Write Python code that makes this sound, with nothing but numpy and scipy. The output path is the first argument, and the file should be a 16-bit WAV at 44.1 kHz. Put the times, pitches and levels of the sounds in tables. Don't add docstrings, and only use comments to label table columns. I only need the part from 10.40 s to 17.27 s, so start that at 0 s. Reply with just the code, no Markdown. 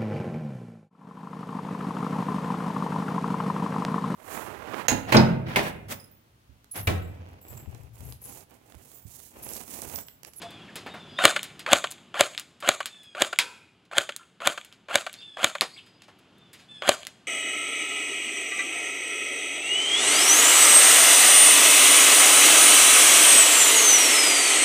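import sys
import numpy as np
from scipy import signal
from scipy.fft import rfft, irfft, next_fast_len
from scipy.io import wavfile
from scipy.ndimage import uniform_filter1d

SR = 44100
rng = np.random.default_rng(int(sys.argv[2]) if len(sys.argv) > 2 else 0)


def digitize_waveform(pressure):
    field = np.atleast_2d(pressure).T
    bounded = np.clip(field, -1, 1)
    quanta = np.round(bounded * 32767).astype(np.int16)
    wavfile.write(sys.argv[1], SR, quanta)


N = 302967


def undb(db):
    return 10 ** (np.asarray(db) / 20)


def band(x, hz, width_hz):
    return signal.lfilter(*signal.iirpeak(hz, hz / width_hz, fs=SR), x)


def butter(x, order, hz, kind):
    return signal.sosfilt(signal.butter(order, hz, kind, fs=SR, output="sos"), x)


def shape(x, points):
    n = next_fast_len(x.shape[-1])
    hz, db = np.transpose(points)
    bin_hz = np.arange(n // 2 + 1) * SR / n
    gain = undb(np.interp(np.log(bin_hz + 1), np.log(hz), db))
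    return irfft(rfft(x, n) * gain, n)[..., :x.shape[-1]]


def add(out, x, s):
    i = int(round(s * SR))
    out[i:i + len(x)] += x[:len(out) - i]


def smooth_noise(n, size):
    return uniform_filter1d(rng.standard_normal(n), size=size)


def phase(hz):
    return 2 * np.pi * np.cumsum(hz) / SR


def burst(x, ms, rise=0.3):
    t = np.arange(len(x)) / SR * 1000 / ms
    return x * (1 - np.exp(-t / rise)) * 10 ** -t


# hz, db_per_hz
HUM_SPECTRUM = [(15, -55), (25, -33), (60, -16), (111, -5), (229, -4.5), (384, -10.5), (624, -16),
                (1100, -17), (2000, -21.5), (3000, -18.5), (4500, -26.5), (11900, -44), (16000, -54)]
# time_s, level_db (80-300 Hz band)
HUM_LEVEL = [(0.0, -52.5), (0.74, -53.5), (2.1, -65), (2.7, -67.5), (3.67, -68), (5.3, -65), (6.0, -62.5),
             (6.87, -63.5)]


def hum():
    noise = shape(rng.standard_normal(N), HUM_SPECTRUM)
    bass = butter(noise, 4, [80, 300], "band")
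    sway, step = 0, 3000
    for hz in 45 * 2. ** np.arange(9):
        walk = np.repeat(rng.standard_normal(N // step + 1), step)[:N]
        swell_db = 0.47 * uniform_filter1d(walk, size=step)
        sway = sway + undb(swell_db) * band(noise, hz, 0.65 * hz)
    time_s, level_db = np.transpose(HUM_LEVEL)
    return sway / np.std(bass) * undb(np.interp(np.arange(N) / SR, time_s, level_db))


# start_s, length_s, loudest_partial_top_hz, its_level_db, other_partials_offset_db,
# waver_share (before smoothing)
WHISTLES = [(0.037, 0.21, 3540, -56, -10, 0.37), (0.472, 0.46, 3747, -56, -7, 0.16),
            (0.761, 0.14, 3750, -40, -13, 0.13), (2.492, 0.26, 3600, -57, 4.7, .08),
            (4.762, 0.27, 3658, -52.5, -2, 0.063), (5.961, 0.19, 3650, -69, -8.5, .08),
            (6.278, 0.26, 3563, -52, 1.5, .07)]
PARTIALS_DB = [-40, -22, -15, 0, -28, -20, -26, -23, -28, -26, -30]
# start_s, length_s, from_hz, to_hz, level_db
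CHIRPS = [(0.009, 0.065, 710, 680, -44.5), (0.112, .12, 2450, 2437, -59), (0.272, 0.032, 3150, 1260, -52),
          (0.667, 0.15, 4860, 4960, -62.5), (3.793, 0.0076, 1424, 1350, -52.5),
          (3.806, 0.017, 1380, 1320, -53), (4.755, 0.065, 4180, 4930, -55), (4.808, 0.029, 3720, 2495, -48),
          (5.325, 0.033, 4230, 5100, -50.5), (5.368, 0.03, 4090, 2350, -43),
          (5.33, 0.058, 7700, 7950, -64.5), (5.361, 0.0116, 2070, 2850, -47),
          (5.398, 0.219, 5005, 4880, -70.5), (5.598, 0.016, 3570, 2500, -60)]
SCOOP_HZ, SCOOP_S, SAG_HZ_PER_S = 450, .007, 1450
FADE_DB_PER_S = 14
LEAVES_T60_S, LEAVES_DB = 0.13, -25.5


def whistle(length_s, top_hz, level_db, other_db, waver_share):
    t = np.arange(0, length_s, 1 / SR)
    lead_hz = top_hz - SCOOP_HZ * np.exp(-t / SCOOP_S) - SAG_HZ_PER_S * t
    waver = 1 + waver_share * smooth_noise(len(t), 200)
    turn = phase(lead_hz * waver) / 4
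    flutter_db = 40 * smooth_noise(len(t), 150)
    voice = 0
    for k, db in enumerate(PARTIALS_DB):
        offset_db = other_db if db < max(PARTIALS_DB) else 0
        voice = voice + undb(db + offset_db) * np.sin((k + 1) * turn + k * k)
    gain = np.sqrt(2) * undb(level_db + flutter_db - FADE_DB_PER_S * t)
    return gain * signal.windows.tukey(len(t), .15) * voice


def chirp(length_s, from_hz, to_hz, level_db):
    n = int(length_s * SR)
    husk = 1 + 4.5 * smooth_noise(n, 60)
    tone = np.sin(phase(np.geomspace(from_hz, to_hz, n)))
    return undb(level_db) * signal.windows.tukey(n, .6) * husk * tone


def birds():
    out = np.zeros(N)
    for start_s, *note in WHISTLES:
        add(out, whistle(*note), start_s)
    for start_s, *note in CHIRPS:
        add(out, chirp(*note), start_s)
    t = np.arange(SR // 5) / SR
    leaves = undb(LEAVES_DB - 60 * t / LEAVES_T60_S) * rng.standard_normal(len(t))
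    return out + signal.fftconvolve(out, leaves)[:N]


# hz, width_hz, t60_s, level_db (relative)
YARD = [(613, 850, 0.28, -25.5), (2460, 3300, 0.82, -39), (6500, 5200, 0.53, -28.5)]


def yard(x):
    t = np.arange(SR // 2) / SR
    tail = 0
    for hz, width_hz, t60_s, level_db in YARD:
        noise = band(rng.standard_normal(len(t)), hz, width_hz)
        tail = tail + undb(level_db - 20.5 - 60 * t / t60_s) * noise
    build_up = 1 - np.exp(-(t / 0.0019) ** 2)
    return signal.fftconvolve(x, tail * build_up)[:N]


def click(db, treble_db, bass_db, t60_s, tail_db, crack_ms):
    crack_noise, tail_noise = rng.standard_normal((2, SR // 2))
    crack = burst(crack_noise, crack_ms, rise=0.06)
    out = 0
    # hz, width_hz, part_db, tail length as a share of t60_s
    parts = [(740, 1300, bass_db, 0.85), (2700, 3000, 0, 0.84), (8290, 7000, treble_db, 0.3)]
    for hz, width_hz, part_db, share in parts:
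        tail = burst(tail_noise, share * t60_s * 1000 / 3, rise=0.037)
        blow = crack + undb(tail_db) * tail
        for _ in range(2):
            blow = band(blow, hz, 1.77 * width_hz)
        out = out + undb(part_db) * np.sqrt(3500 / width_hz) * blow
    return undb(db + 12.5) * out


# start_s, peak_db (nominal), treble_db, bass_db (re middle),
# t60_s (scaled per part in click)
RUSTLES = [(0.018, -36.5, -9, 2, 0.18), (0.1054, -45.5, -1, -4, 0.18), (0.3565, -33.5, 1.5, -4, 0.24),
           (0.463, -54.5, 8, 22, 0.24), (0.5403, -57, 8, 21, 0.29), (1.1936, -35, -3, -45.5, 0.16),
           (2.2033, -44.5, 2.5, -14, 0.2), (2.632, -53, 4, -11, 0.23), (3.4525, -59.5, -5, -7.5, 0.099),
           (5.4625, -53.5, -7, -24, 0.25), (5.62, -42, -28, -15, 0.042), (5.634, -50, -20, -15, 0.15),
           (5.6809, -58, -7.5, 12.5, 0.18), (5.789, -59, 0.8, -14, 0.22), (5.9831, -60.5, 2, -14, 0.1),
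           (6.131, -44, 1, -13, 0.31), (6.1916, -48.5, -12, -14, 0.35)]
RUSTLE_TAIL_DB, RUSTLE_CRACK_MS = -8, 1.3


def rustles():
    out = np.zeros(N)
    for start_s, db, treble_db, bass_db, t60_s in RUSTLES:
        add(out, click(db, treble_db, bass_db, t60_s, RUSTLE_TAIL_DB, RUSTLE_CRACK_MS), start_s)
    return out


# slam_s, strength_db, take_up_lead_ms, take_up_db (re strength)
SHOTS = [(0.853, 8, 66, -24), (1.3316, 5, 69.7, -22.5), (1.8087, 2, 67.3, -26), (2.2897, -0.5, 65.5, -26),
         (2.8208, -2, 72, -25.5), (3.5824, -2.5, 70, -32), (4.0731, -1.5, 70.4, -30),
         (4.556, -1.5, 72, -28), (5.044, -1.5, 75, -24.5), (6.4916, 1.5, 71.4, -22.5)]
# start_s, peak_db (nominal)
LATCHES = [(0.961, -13), (1.44, -17.5), (2.403, -21.5), (2.927, -21), (3.69, -22.5), (4.175, -24.5),
           (4.664, -22.5), (5.15, -23.5)]
TAKE_UP_BRIGHT_DB, TAKE_UP_MS = -27, 8.
LATCH_BRIGHT_DB, LATCH_MS = -18, 13.7


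def take_ups_and_latches(dull, bright):
    knocks = []
    for slam_s, strength_db, lead_ms, knock_db in SHOTS:
        knocks.append((slam_s - lead_ms / 1000, strength_db + knock_db, TAKE_UP_BRIGHT_DB, TAKE_UP_MS))
    for start_s, peak_db in LATCHES:
        knocks.append((start_s, peak_db, LATCH_BRIGHT_DB, LATCH_MS))
    for start_s, db, bright_db, length_ms in knocks:
        blow = undb(db + 7) * burst(rng.standard_normal(1500), length_ms, rise=0.07)
        add(dull, band(band(blow, 1150, 2000), 1150, 2000), start_s)
        add(bright, undb(bright_db) * blow, start_s)


# from_slam_ms, tooth_rate_hz, whine_db, rattle_db (re strength)
GEARS = [(-66, 400, -55, -43.5), (-52, 580, -36.5, -38.5), (-33, 735, -34.5, -39), (-14.5, 790, -38, -29),
         (21, 750, -42.5, -35), (55, 655, -41, -37), (83, 590, -53.5, -62), (130, 500, -75, -62.5)]
TEETH_DB = [-3, 0, -12, -5, -20, -19]
FIZZ_DB, FIZZ_DB_PER_MS = -7, 0.0929


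def gears(dull, bright, direct, grit_db=3.5):
    from_slam_ms, tooth_hz, whine_db, rattle_db = np.transpose(GEARS)
    t_ms = np.arange(from_slam_ms[0], from_slam_ms[-1], 1000 / SR)
    n = len(t_ms)
    for slam_s, strength_db, *_ in SHOTS:
        start_s = slam_s + from_slam_ms[0] / 1000
        wobble = 1 + .02 * rng.standard_normal() + .9 * smooth_noise(n, 100)
        turn = phase(np.interp(t_ms, from_slam_ms, tooth_hz) * wobble)
        teeth = sum(undb(db) * np.sin((k + 1) * turn + k * k) for k, db in enumerate(TEETH_DB))
        grit = undb(grit_db * np.repeat(rng.standard_normal(n // 60 + 1), 60)[:n])
        whine_gain = undb(strength_db + np.interp(t_ms, from_slam_ms, whine_db))
        add(direct, whine_gain * uniform_filter1d(grit, size=60) * teeth, start_s)
        rattle_gain = undb(strength_db + np.interp(t_ms, from_slam_ms, rattle_db))
        rattle = rattle_gain * grit * rng.standard_normal(n)
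        add(dull, band(rattle, 1400, 2300), start_s)
        add(bright, undb(FIZZ_DB + FIZZ_DB_PER_MS * t_ms) * rattle, start_s)


# from_slam_ms, first_blow_db, shudder_db (re strength),
# bright_db (re dull), length_ms
CYCLE = [(-14, -9, -14.5, -9, 7.8), (-7.5, -11.5, -20, -11, 9.9), (-4, 2.5, -19, -9, 2.5),
         (-0.5, -1, 1.5, -25.5, 3.4), (-0.17, 9, -7, 2, 1.2), (0.9, 3, -13.5, -32.5, 2.2),
         (3, -1.5, -16.5, -0.3, 2.1), (5, -2.2, -19.5, -9, 3.6), (9.5, -6, -20.5, -10, 4.1),
         (16, -20, -24, -10.5, 14), (25, -13, -19.5, -10, 10)]


def piston(dull, bright, alike=0.77):
    habit = rng.standard_normal((len(CYCLE), 1500))
    for slam_s, strength_db, *_ in SHOTS:
        for (from_slam_ms, first_db, shudder_db, bright_db, length_ms), usual in zip(CYCLE, habit):
            noise = alike * usual + np.sqrt(1 - alike ** 2) * rng.standard_normal(1500)
            blow = undb(shudder_db) * burst(noise, length_ms, rise=0.057)
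            blow[0] = undb(first_db)
            start_s = slam_s + from_slam_ms / 1000
            add(dull, undb(strength_db) * blow, start_s)
            add(bright, undb(strength_db + bright_db) * blow, start_s)


THUMP_HZ, THUMP_DB = 104, -36


def recoil(direct):
    sine = np.sin(2 * np.pi * THUMP_HZ * np.arange(2000) / SR)
    for slam_s, strength_db, *_ in SHOTS:
        add(direct, undb(strength_db + THUMP_DB) * burst(sine, 20., rise=.1), slam_s)


# hz, width_hz, level_db (relative)
SHELL = [(372.6, 90, -3), (588, 130, 1.5), (1160, 140, -1), (1486, 250, 1), (2363, 490, -1),
         (3230, 500, 3.5), (4430, 740, -0.5), (6700, 1500, 0.5), (9100, 7300, -10)]


def shell(dull, bright):
    blows = butter(dull, 2, 3700, "low") + butter(bright, 2, 3700, "high")
    out = 0
    for k, (hz, width_hz, db) in enumerate(SHELL):
        sign = (-1) ** max(k, 1)
        out = out + sign * undb(db) * band(blows, hz, width_hz)
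    return 2.637 * out


def rifle():
    dull, bright, direct = np.zeros((3, N))
    take_ups_and_latches(dull, bright)
    gears(dull, bright, direct)
    piston(dull, bright)
    recoil(direct)
    return shell(dull, bright) + direct


# delay_ms, level_db (before filtering)
ECHOES = [(52, -32.5), (90, -40), (139.6, -24.5), (151, -59)]


def echoes(x):
    walls = np.zeros(SR // 4)
    for delay_ms, level_db in ECHOES:
        add(walls, undb([level_db]), delay_ms / 1000)
    response = band(walls, 2700, 1200) + undb(-10.5) * band(walls, 9500, 6000)
    return signal.fftconvolve(x, response)[:N]


# start_s, peak_db (nominal), treble_db, bass_db (re middle),
# tail_db (re crack), knock_hz
STRIKES = [(1.0308, -29, 8.5, -25, -19, 3460), (1.0403, -33.5, 2.4, -15.5, -11, 4100),
           (1.5072, -40, 6, -30.5, -16.5, 3470), (1.5128, -37, 12, -31.5, -19, 2900),
           (1.5205, -41.5, 11, -28.5, -15, 4000), (1.978, -22.5, -13.5, -27.5, -17.5, 3570),
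           (1.997, -32.5, 8.5, -40.5, -17.5, 2790), (2.4579, -25, 3.5, -19, -14, 3270),
           (2.9882, -4.5, -7, -31.5, -19, 2190), (2.997, -20, -16, -16.5, -16.5, 2300),
           (3.7636, -36.5, 13, -24, -22, 4090), (3.7721, -46.5, 3, -12.5, -14, 2800),
           (4.248, -41.5, 4.5, -19, -15.5, 2750), (4.326, -41.5, -10, -25.5, -16.5, 3280),
           (4.729, -44, 10.5, -23, -13.5, 3610), (4.74, -32.5, -31, -13, -17.5, 4300),
           (5.21, -7, -6.5, -9, -23.5, 4120), (5.2186, -23.5, -20.5, 8, -17.5, 1160),
           (6.6512, -36, -5.5, -17, -32, 3500), (6.669, -28, 3.5, -22, -20.5, 2060)]
# hz, level_db (relative), t60_s
TARGET = [(492, -7, .45), (972, -2, .5), (1350, -6, .55), (1507, -6, .5), (2050, -7, .2), (2470, -4, .7),
          (3290, -6, .35), (4300, -9, .33)]
KNOCK_DB, KNOCK_WIDTH = 4, 0.11
STRIKE_T60_S, STRIKE_CRACK_MS = 0.17, 1.17
RING_S, RING_DB = 2.9882, -15.5


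def pellets(blur_hz=90.):
    out, t = np.zeros(N), np.arange(SR // 2) / SR
    for start_s, db, treble_db, bass_db, tail_db, knock_hz in STRIKES:
        decay_ms = 1000 * np.log(10) / (np.pi * KNOCK_WIDTH * knock_hz)
        knock = burst(np.sin(2 * np.pi * knock_hz * t), decay_ms, rise=0.059)
        crack = click(db, treble_db, bass_db, STRIKE_T60_S, tail_db, STRIKE_CRACK_MS)
        add(out, crack + undb(db + KNOCK_DB) * knock, start_s)
    shake = rng.standard_normal(len(t))
    for hz, level_db, t60_s in TARGET:
        add(out, undb(RING_DB + level_db - 60 * t / t60_s) * band(shake, hz, blur_hz), RING_S)
    return out


# hz, level_db
WIDTH = [(110, -25.5), (600, -29.5), (2000, -25.5), (5000, -13.5), (14000, -19)]


def scene():
    gun, song, background = rifle(), birds(), hum()
    near = gun + pellets() + rustles()
    far_song = undb(10) * song
    mid = near + echoes(gun) + yard(near + far_song) + song + background
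    quarter_turned = signal.hilbert(mid, next_fast_len(N)).imag[:N]
    side = shape(quarter_turned + 1.5 * np.roll(background, 700), WIDTH) + .026 * mid
    return np.array([mid + side, mid - side])


CEILING, TOP_HZ = .95, 15900


def record(dry):
    heard = butter(dry, 1, 45, "high")
    heard = heard - .55 * band(heard, 5800, 1100)
    heard = heard - .8 * band(heard, 14800, 5000)
    rounded = heard / (1 + np.abs(heard / CEILING) ** 4) ** (1 / 4)
    low_pass = signal.ellip(8, .2, 70, TOP_HZ, fs=SR, output="sos")
    return np.clip(signal.sosfilt(low_pass, rounded), -1, 1)


dry = scene()
out = record(dry)
digitize_waveform(out)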